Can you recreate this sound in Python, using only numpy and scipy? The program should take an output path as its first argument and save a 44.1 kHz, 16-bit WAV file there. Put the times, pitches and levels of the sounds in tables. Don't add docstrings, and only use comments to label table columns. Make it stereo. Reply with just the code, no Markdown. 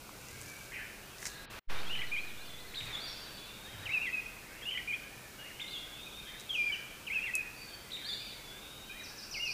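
import sys
import numpy as np
from scipy import signal
from scipy.fft import rfft, irfft, next_fast_len
from scipy.io import wavfile
from scipy.ndimage import map_coordinates

SR = 44100
rng = np.random.default_rng(int(sys.argv[2]) if len(sys.argv) > 2 else 0)


def pcm_store(signal):
    levels = np.round(np.clip(np.atleast_2d(signal), -1, 1) * 32767)
    wavfile.write(sys.argv[1], SR, levels.astype(np.int16).T)


N = 420273

# (frequency_hz, level_db)
HISS_COLOUR = [(15, -34), (25, 4.5), (79, -3.5), (208, -4), (252, -6.5), (387, -5), (1100, -11),
               (1560, -7.5), (1830, -25), (2460, -9), (2970, -15), (3890, -13.5), (14100, -19),
               (15300, -18.5)]
# (frequency_hz, level_db)
RUSH_COLOUR = [(60, 7), (300, -2), (1300, 2), (3000, -1.5), (6000, -14), (12000, -70)]
# (crest_s, level_db, rise_s, fall_db_per_s)
RUSH_SWELLS = [(1.7, -41.5, 0.16, 36), (2.92, -48, .1, 20), (3.84, -51.5, 0.17, 25)]
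RUSH_FLOOR_DB = -63
# (multiple of the fundamental, level_db)
BUZZ_PARTIALS = [(3, -69), (5, -70.5), (7, -71.5), (9, -76.5)]

# (start_s, peak_db, centre_hz, least drop of the splinters in db)
SNAPS = [(.092, -38, 1120, 25), (0.286, -33, 6700, 20), (.415, -28, 7400, 20), (1.184, -34.5, 5280, 25),
         (1.228, -31.5, 1970, 18), (1.255, -22, 6340, 1.5), (1.2558, -31.5, 2070, 3),
         (1.2722, -25.5, 6040, 13), (6.399, -31, 7300, 4), (7.354, -14, 8270, 28)]
SPLINTER_S = .016
# (centre_s, length_s, thud_db, rustle_db)
STEPS = [(0.436, 0.52, -56.5, -53.5), (1.263, 0.13, -66, -47), (2.046, 0.21, -55.5, -77),
         (2.86, 0.091, -49, -57), (3.803, 0.16, -50, -77)]


# (start_s, length_s, level_db, pitch_hz)
WHISTLES = [(0.3, .28, -62.5, 1595), (0.437, 0.22, -61, 2303), (0.716, 0.14, -61.5, 3040),
            (1.207, 0.22, -58.5, 1647), (1.742, 0.031, -49.5, 2390), (1.745, 0.05, -55, 3670),
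            (2.425, 0.13, -56, 3480), (3.04, .04, -54, 3390), (3.064, 0.081, -56.5, 5480),
            (3.204, 0.18, -61, 4570), (5.383, 0.082, -53.5, 2860), (5.603, 0.046, -51, 2125),
            (5.73, 0.065, -56, 2790), (6.061, 0.031, -52, 2485), (6.2, 0.038, -56, 2384),
            (6.255, 0.048, -52, 3190), (7.556, .2, -56, 4570), (8.194, 0.071, -54.5, 2403),
            (8.894, 0.033, -48, 2420)]
WHISTLE_SAG = 0.0187
# (start_s, length_s, level_db, pitch_hz)
RASPS = [(1.278, 0.13, -58.5, 3944), (2.85, 0.063, -50.5, 2250), (7.965, 0.064, -56.5, 2240)]
# (start_s, length_s, level_db, first_hz, middle_hz, last_hz)
CROSSING = [(0, 0.1, -50.5, 1712, 2317, 2630), (.02, .089, -48, 2834, 2000, 1650)]
# (start_s, gain_db)
CROSSINGS = [(.71, 0)]
# (start_s, length_s, level_db, first_hz, middle_hz, last_hz)
CHANT = [(0, 0.0655, -58, 1438, 1651, 1590), (.365, .1, -56.5, 1533, 1746, 2270),
         (.472, .035, -52.5, 2500, 1900, 1620)]
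CHANT_STARTS = [2.382, 3.257, 4.137, 5.017, 5.862, 6.755, 7.655, 8.524]

CHIP = [(.002, .017, -47, 1920, 3000, 4950), (.021, 0.0096, -38, 4620, 3660, 3420),
        (.034, .033, -38.5, 4000, 3630, 3980), (.066, .014, -44, 4100, 2850, 1700)]
CHIPS = [(2.735, 0), (7.896, 0)]
SCOOP = [(0, 0.0551, -39, 3740, 3480, 3780)]
SCOOPS = [(2.925, -0.48), (8.085, 0.62)]
ARCHES = [(0, .098, -45, 3820, 4740, 3850), (.12, .17, -55, 4250, 4816, 3650)]
ARCHINGS = [(2.995, -1.3), (8.045, 1)]
SWOOP = [(0, 0.013, -38, 2160, 3100, 3860), (.018, 0.017, -37, 3660, 3550, 3400),
         (.068, .012, -47, 3300, 3700, 3400), (.08, 0.015, -44.5, 3150, 4100, 3200),
         (.11, .03, -52.5, 4900, 4250, 3680), (.133, 0.0543, -42.5, 3720, 3380, 3300)]
SWOOPS = [(5.596, 0.013)]
CREEP = [(0, .18, -54.5, 3567, 3430, 3634), (.18, .42, -54.5, 3680, 3758, 3842)]
CREEPS = [(3.34, -1.1), (8.42, -0.094)]
CLIMB = [(0, .17, -51.5, 3310, 3585, 3780), (.215, 0.0844, -49.5, 3340, 3670, 3630),
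         (.36, .135, -54.5, 3380, 3580, 3920)]
CLIMBS = [(5.91, 0)]
# (start_s, length_s, level_db, first_hz, middle_hz, last_hz)
SEESAW = [(0, .035, -52.5, 6190, 5280, 3960), (.05, .024, -51, 4350, 5080, 5960)]
SEESAW_START_S, SEESAW_EVERY_S = 9.032, .139
SEESAW_FIRST_DB, SEESAW_GROWS_DB, SEESAW_FULL_DB = -3, 3.5, 6

TWITTER_START_S, TWITTER_EVERY_S, TWITTER_NOTE_S = 1.76, .1, 0.055
TWITTER_HZ, TWITTER_SWEEP, TWITTER_DB = 3890, 0.119, -58.5

CAROL = [(0, 0.0384, -49, 3200, 3325, 3650), (.033, 0.0393, -40, 2580, 2890, 2790),
         (.067, 0.0266, -38, 3167, 2956, 3260), (.089, .008, -37, 3190, 2500, 1960),
         (.095, 0.023, -40, 3090, 3060, 3230), (.117, 0.0098, -42.5, 3200, 2350, 2020),
         (.125, 0.033, -47.5, 2000, 1985, 2100), (.125, .036, -42.5, 2884, 2950, 3330),
         (.155, .007, -35.5, 1950, 2300, 2650), (.16, 0.0277, -44.5, 2435, 1970, 2000),
         (.254, 0.0485, -37, 2263, 2480, 2230), (.302, 0.0382, -36.5, 2153, 2436, 2430),
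         (.3, 0.032, -49, 3000, 3190, 3430)]
CAROLS = [(1.861, 0.5), (4.62, 0)]
LILT = [(.002, 0.0264, -40.5, 3240, 2620, 2180), (.035, .05, -37.5, 2010, 2475, 2856),
        (.078, .054, -33, 2748, 2558, 2425), (.152, .046, -36.5, 2432, 2754, 2580),
        (.192, .05, -40.5, 2540, 2080, 1900), (.205, 0.0214, -51, 3650, 3290, 3060),
        (.27, 0.08, -36, 2605, 2520, 2482)]
LILTS = [(3.854, 0), (7.064, 0.012)]
SLUR = [(0, 0.0305, -37.5, 3570, 3230, 3180), (.038, .034, -35.5, 3340, 2940, 2380),
        (.063, 0.0946, -34.5, 2550, 2398, 2390), (.163, .059, -35.5, 2403, 2375, 2230),
        (.228, .035, -36.5, 3052, 2950, 2560)]
SLURS = [(6.492, 0.014)]
SHORT_LILT = [(0, 0.05, -41, 3150, 2300, 2150), (.054, 0.089, -38.5, 2706, 2850, 2600),
              (.111, .062, -37.5, 2702, 2510, 2400)]
SHORT_LILTS = [(9.34, 0.01)]

# (start_s, end_s)
DIP = (1.451, 1.505)
# (start_s, end_s)
GAP = (1.598, 1.702)
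TOP_HZ = 15450


def amp(db):
    return 10 ** (np.asarray(db) / 20)


def unit(x):
    return x / np.sqrt(np.mean(x ** 2) + 1e-20)


def add(track, s, sound):
    start = max(0, round(s * SR))
    part = track[start:start + len(sound)]
    part += sound[:len(part)]


def wobble(rate, size):
    knots = rng.standard_normal(int(size * rate / SR) + 4)
    return map_coordinates(knots, [np.arange(size) * rate / SR])


def filtered(x, response):
    padded = next_fast_len(N + 8192)
    spectrum = rfft(x, padded) * response(np.fft.rfftfreq(padded, 1 / SR))
    return irfft(spectrum, padded)[..., :N]


def noise(colour):
    f, db = np.transpose(colour)
    white = rng.standard_normal(N)
    return unit(filtered(white, lambda hz: amp(np.interp(np.log(hz + 1), np.log(f), db))))


def sing(notes, waver, overtone_db=-50):
    song = np.zeros(N)
    tremor = wobble(400, size=N + SR)
    flutter = wobble(90, size=N + SR)
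    for s, length, db, first, middle, last in notes:
        t = np.arange(int(length * SR)) / SR
        now = slice(int(abs(s) * SR), int(abs(s) * SR) + len(t))
        bend = np.polyfit([0, .5, 1], [first, middle, last], 2)
        hz = np.polyval(bend, t / length)
        phase = 2 * np.pi * np.cumsum(hz * (1 + waver * tremor[now])) / SR
        edges = np.minimum(t / length / 0.11, (length - t) / 0.0044)
        swell = np.sin(np.pi / 2 * np.clip(edges, 0, 1))
        tone = np.sin(phase) + amp(overtone_db) * np.sin(2 * phase)
        add(song, s, np.sqrt(2) * amp(db + 1.76 * flutter[now]) * swell * tone)
    return song


def repeated(phrase, starts):
    return [(s + at, length, db + gain, *pitches)
            for s, gain in starts for at, length, db, *pitches in phrase]


def paced(start_s, every_s, count):
    return start_s + every_s * np.arange(count)


def forest(x, t60, early_db):
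    t = np.arange(SR) / SR
    decay = amp(-60 * t / t60) + amp(early_db - 60 * t / 0.046)
    tail = rng.standard_normal(SR) * decay * (1 - np.exp(-t / 0.0063))
    return signal.fftconvolve(x, tail / np.linalg.norm(tail))[:N]


def background():
    t = np.arange(N) / SR
    buzz_hz = 42.3
    buzz = sum(np.sqrt(2) * amp(db) * np.sin(2 * np.pi * round(k) * buzz_hz * t) for k, db in BUZZ_PARTIALS)
    swells = [amp(db - fall * np.maximum(t - s, 0)) * np.exp(np.minimum(t - s, 0) / rise)
              for s, db, rise, fall in RUSH_SWELLS]
    rush_level = np.sqrt(amp(RUSH_FLOOR_DB) ** 2 + np.sum(np.square(swells), axis=0))
    return amp(-51.5) * noise(HISS_COLOUR) + rush_level * noise(RUSH_COLOUR) + buzz


def chorus(count=170):
    when, span, level, pitch, bend, slide = rng.random((count, 6)).T
    s = (np.arange(count) + when) / count * N / SR
    length = .03 + .06 * span
    hz = 1600 * 2 ** pitch
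    first = hz * (1 + .4 * (bend - .5))
    last = hz * (1 + .4 * (slide - .5))
    song = sing(zip(s, length, -63 + 5 * level, first, hz, last), waver=0.014)
    wash = song / 3 + forest(song, t60=.95, early_db=3)
    return amp(2) * wash


def twigs(count=4):
    track, t = np.zeros(N), np.arange(SR // 20) / SR
    for s, db, hz, below_db in SNAPS:
        decay = 0.12 * amp(-60 * t / 0.0063) + 0.028 * amp(-60 * t / 0.16)
        ping = 2 * np.sin(2 * np.pi * hz * t) * np.exp(-t * hz)
        burst = rng.standard_normal(len(t)) * decay + ping
        band = signal.butter(3, [hz * .65, min(hz * 1.6, SR * .45)], "band", fs=SR, output="sos")
        crack = signal.sosfilt(band, burst)
        crack = amp(db) * crack / np.abs(crack).max()
        add(track, s, crack)
        for k, (late, weak) in enumerate(rng.random((count, 2))):
            splinter = amp(-below_db - 2.3 * weak) * crack
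            add(track, s + SPLINTER_S * (k + late) / count, splinter)
    return track + amp(-13.5) * forest(track, t60=0.19, early_db=15)


def paws():
    t = np.arange(N) / SR
    thud, rustle = np.zeros((2, N))
    for s, length, thud_db, rustle_db in STEPS:
        press = np.exp(-(2 * (t - s) / length) ** 2)
        thud += amp(thud_db) * press
        rustle += amp(rustle_db) * press
    ground = noise([(25, -28), (60, -2.5), (125, 7), (250, -27), (3000, -69.5)])
    bright = noise([(500, 6.5), (3000, 0), (6500, 10.0), (15000, -3)])
    grass = unit(bright * amp(3.9 * wobble(400, size=N)))
    return thud * ground + rustle * grass


def birds():
    whistles = [(s, length, db, hz * (1 + WHISTLE_SAG), hz, hz * (1 - WHISTLE_SAG))
                for s, length, db, hz in WHISTLES]
    rasps = [(s, length, db, hz, hz, hz) for s, length, db, hz in RASPS]
    buzzy = rasps + repeated(CROSSING, CROSSINGS)
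    far = sing(whistles, waver=0.013) + sing(buzzy, waver=0.0787)
    chant = sing(repeated(CHANT, [(s, 0) for s in CHANT_STARTS]), waver=0.0094)

    treetops = repeated(CHIP, CHIPS) + repeated(SCOOP, SCOOPS)
    treetops += repeated(ARCHES, ARCHINGS) + repeated(SWOOP, SWOOPS)
    high = sing(treetops, waver=0.014, overtone_db=-22.5)
    thin = sing(repeated(CREEP, CREEPS) + repeated(CLIMB, CLIMBS), waver=0.0067)

    swelling = [(s, min(SEESAW_FIRST_DB + k * SEESAW_GROWS_DB, SEESAW_FULL_DB))
                for k, s in enumerate(paced(SEESAW_START_S, SEESAW_EVERY_S, count=4))]
    seesaw = sing(repeated(SEESAW, swelling), waver=0.013)

    direct = amp(-2.0) * (high + thin) + seesaw + amp(-1.5) * far + amp(-2.0) * chant
    echoes = amp(-2.0) * forest(high + thin, t60=1.0, early_db=8)
    echoes += amp(4.0) * forest(seesaw, t60=0.95, early_db=10)
    echoes += amp(1.5) * forest(far + amp(-7.5) * chant, t60=1.0, early_db=11.5)
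    return direct + echoes


def twitter(count=18):
    late, pitch = rng.uniform(-1, 1, (count, 2)).T
    starts = paced(TWITTER_START_S, TWITTER_EVERY_S, count=count) + .02 * late
    centres = TWITTER_HZ * (1 + .15 * pitch)
    sweeps = TWITTER_SWEEP * (-1) ** np.arange(count)
    notes = [(s, TWITTER_NOTE_S, TWITTER_DB, hz * (1 - sweep), hz, hz * (1 + sweep))
             for s, hz, sweep in zip(starts, centres, sweeps)]
    song = sing(notes, waver=0.009)
    return song + amp(-1.5) * forest(song, t60=.9, early_db=5)


def thrush():
    warble = sing(repeated(CAROL, CAROLS), waver=.012, overtone_db=-36)
    slurs = repeated(SLUR, SLURS)
    lilts = repeated(LILT, LILTS) + repeated(SHORT_LILT, SHORT_LILTS)
    smooth = sing(lilts + slurs, waver=.005, overtone_db=-36)
    octave_notes = [(s, length, db, *(2 * hz for hz in pitches)) for s, length, db, *pitches in slurs]
    octave = sing(octave_notes, waver=0.031)
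    song = warble + smooth
    echoes = amp(-5.0) * forest(song, t60=1.0, early_db=16.0)
    echoes += amp(-23.0) * forest(octave, t60=0.75, early_db=8)
    return amp(-0.5) * song + echoes


def scene():
    mono = background() + chorus() + twigs() + paws() + birds() + twitter() + thrush()
    return np.array([mono, mono])


def record(dry):
    t = np.arange(N) / SR
    dip = np.clip((t - DIP[0]) / .008, 0, 1) * np.clip((DIP[1] - t) / .008, 0, 1)
    dull = filtered(dry, lambda hz: amp(-5) / (1 + (hz / 4800) ** 12))
    sound = dry + dip * (dull - dry)

    stop, restart = GAP
    fade_out = np.clip((stop - t) / .008, 0, 1)
    fade_in = np.clip(1 + (t - restart) / .03, 0, 1)
    live = fade_out ** 2 + fade_in ** 4 + amp(-45)
    settling = np.exp(-np.maximum(t - restart, 0) / 0.35)
    thump = amp(-27.5) * np.sin(np.pi / 2 * fade_in) ** 2 * settling
    return filtered(sound * live + thump, lambda hz: hz < TOP_HZ)


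dry = scene()
out = record(dry)
pcm_store(out)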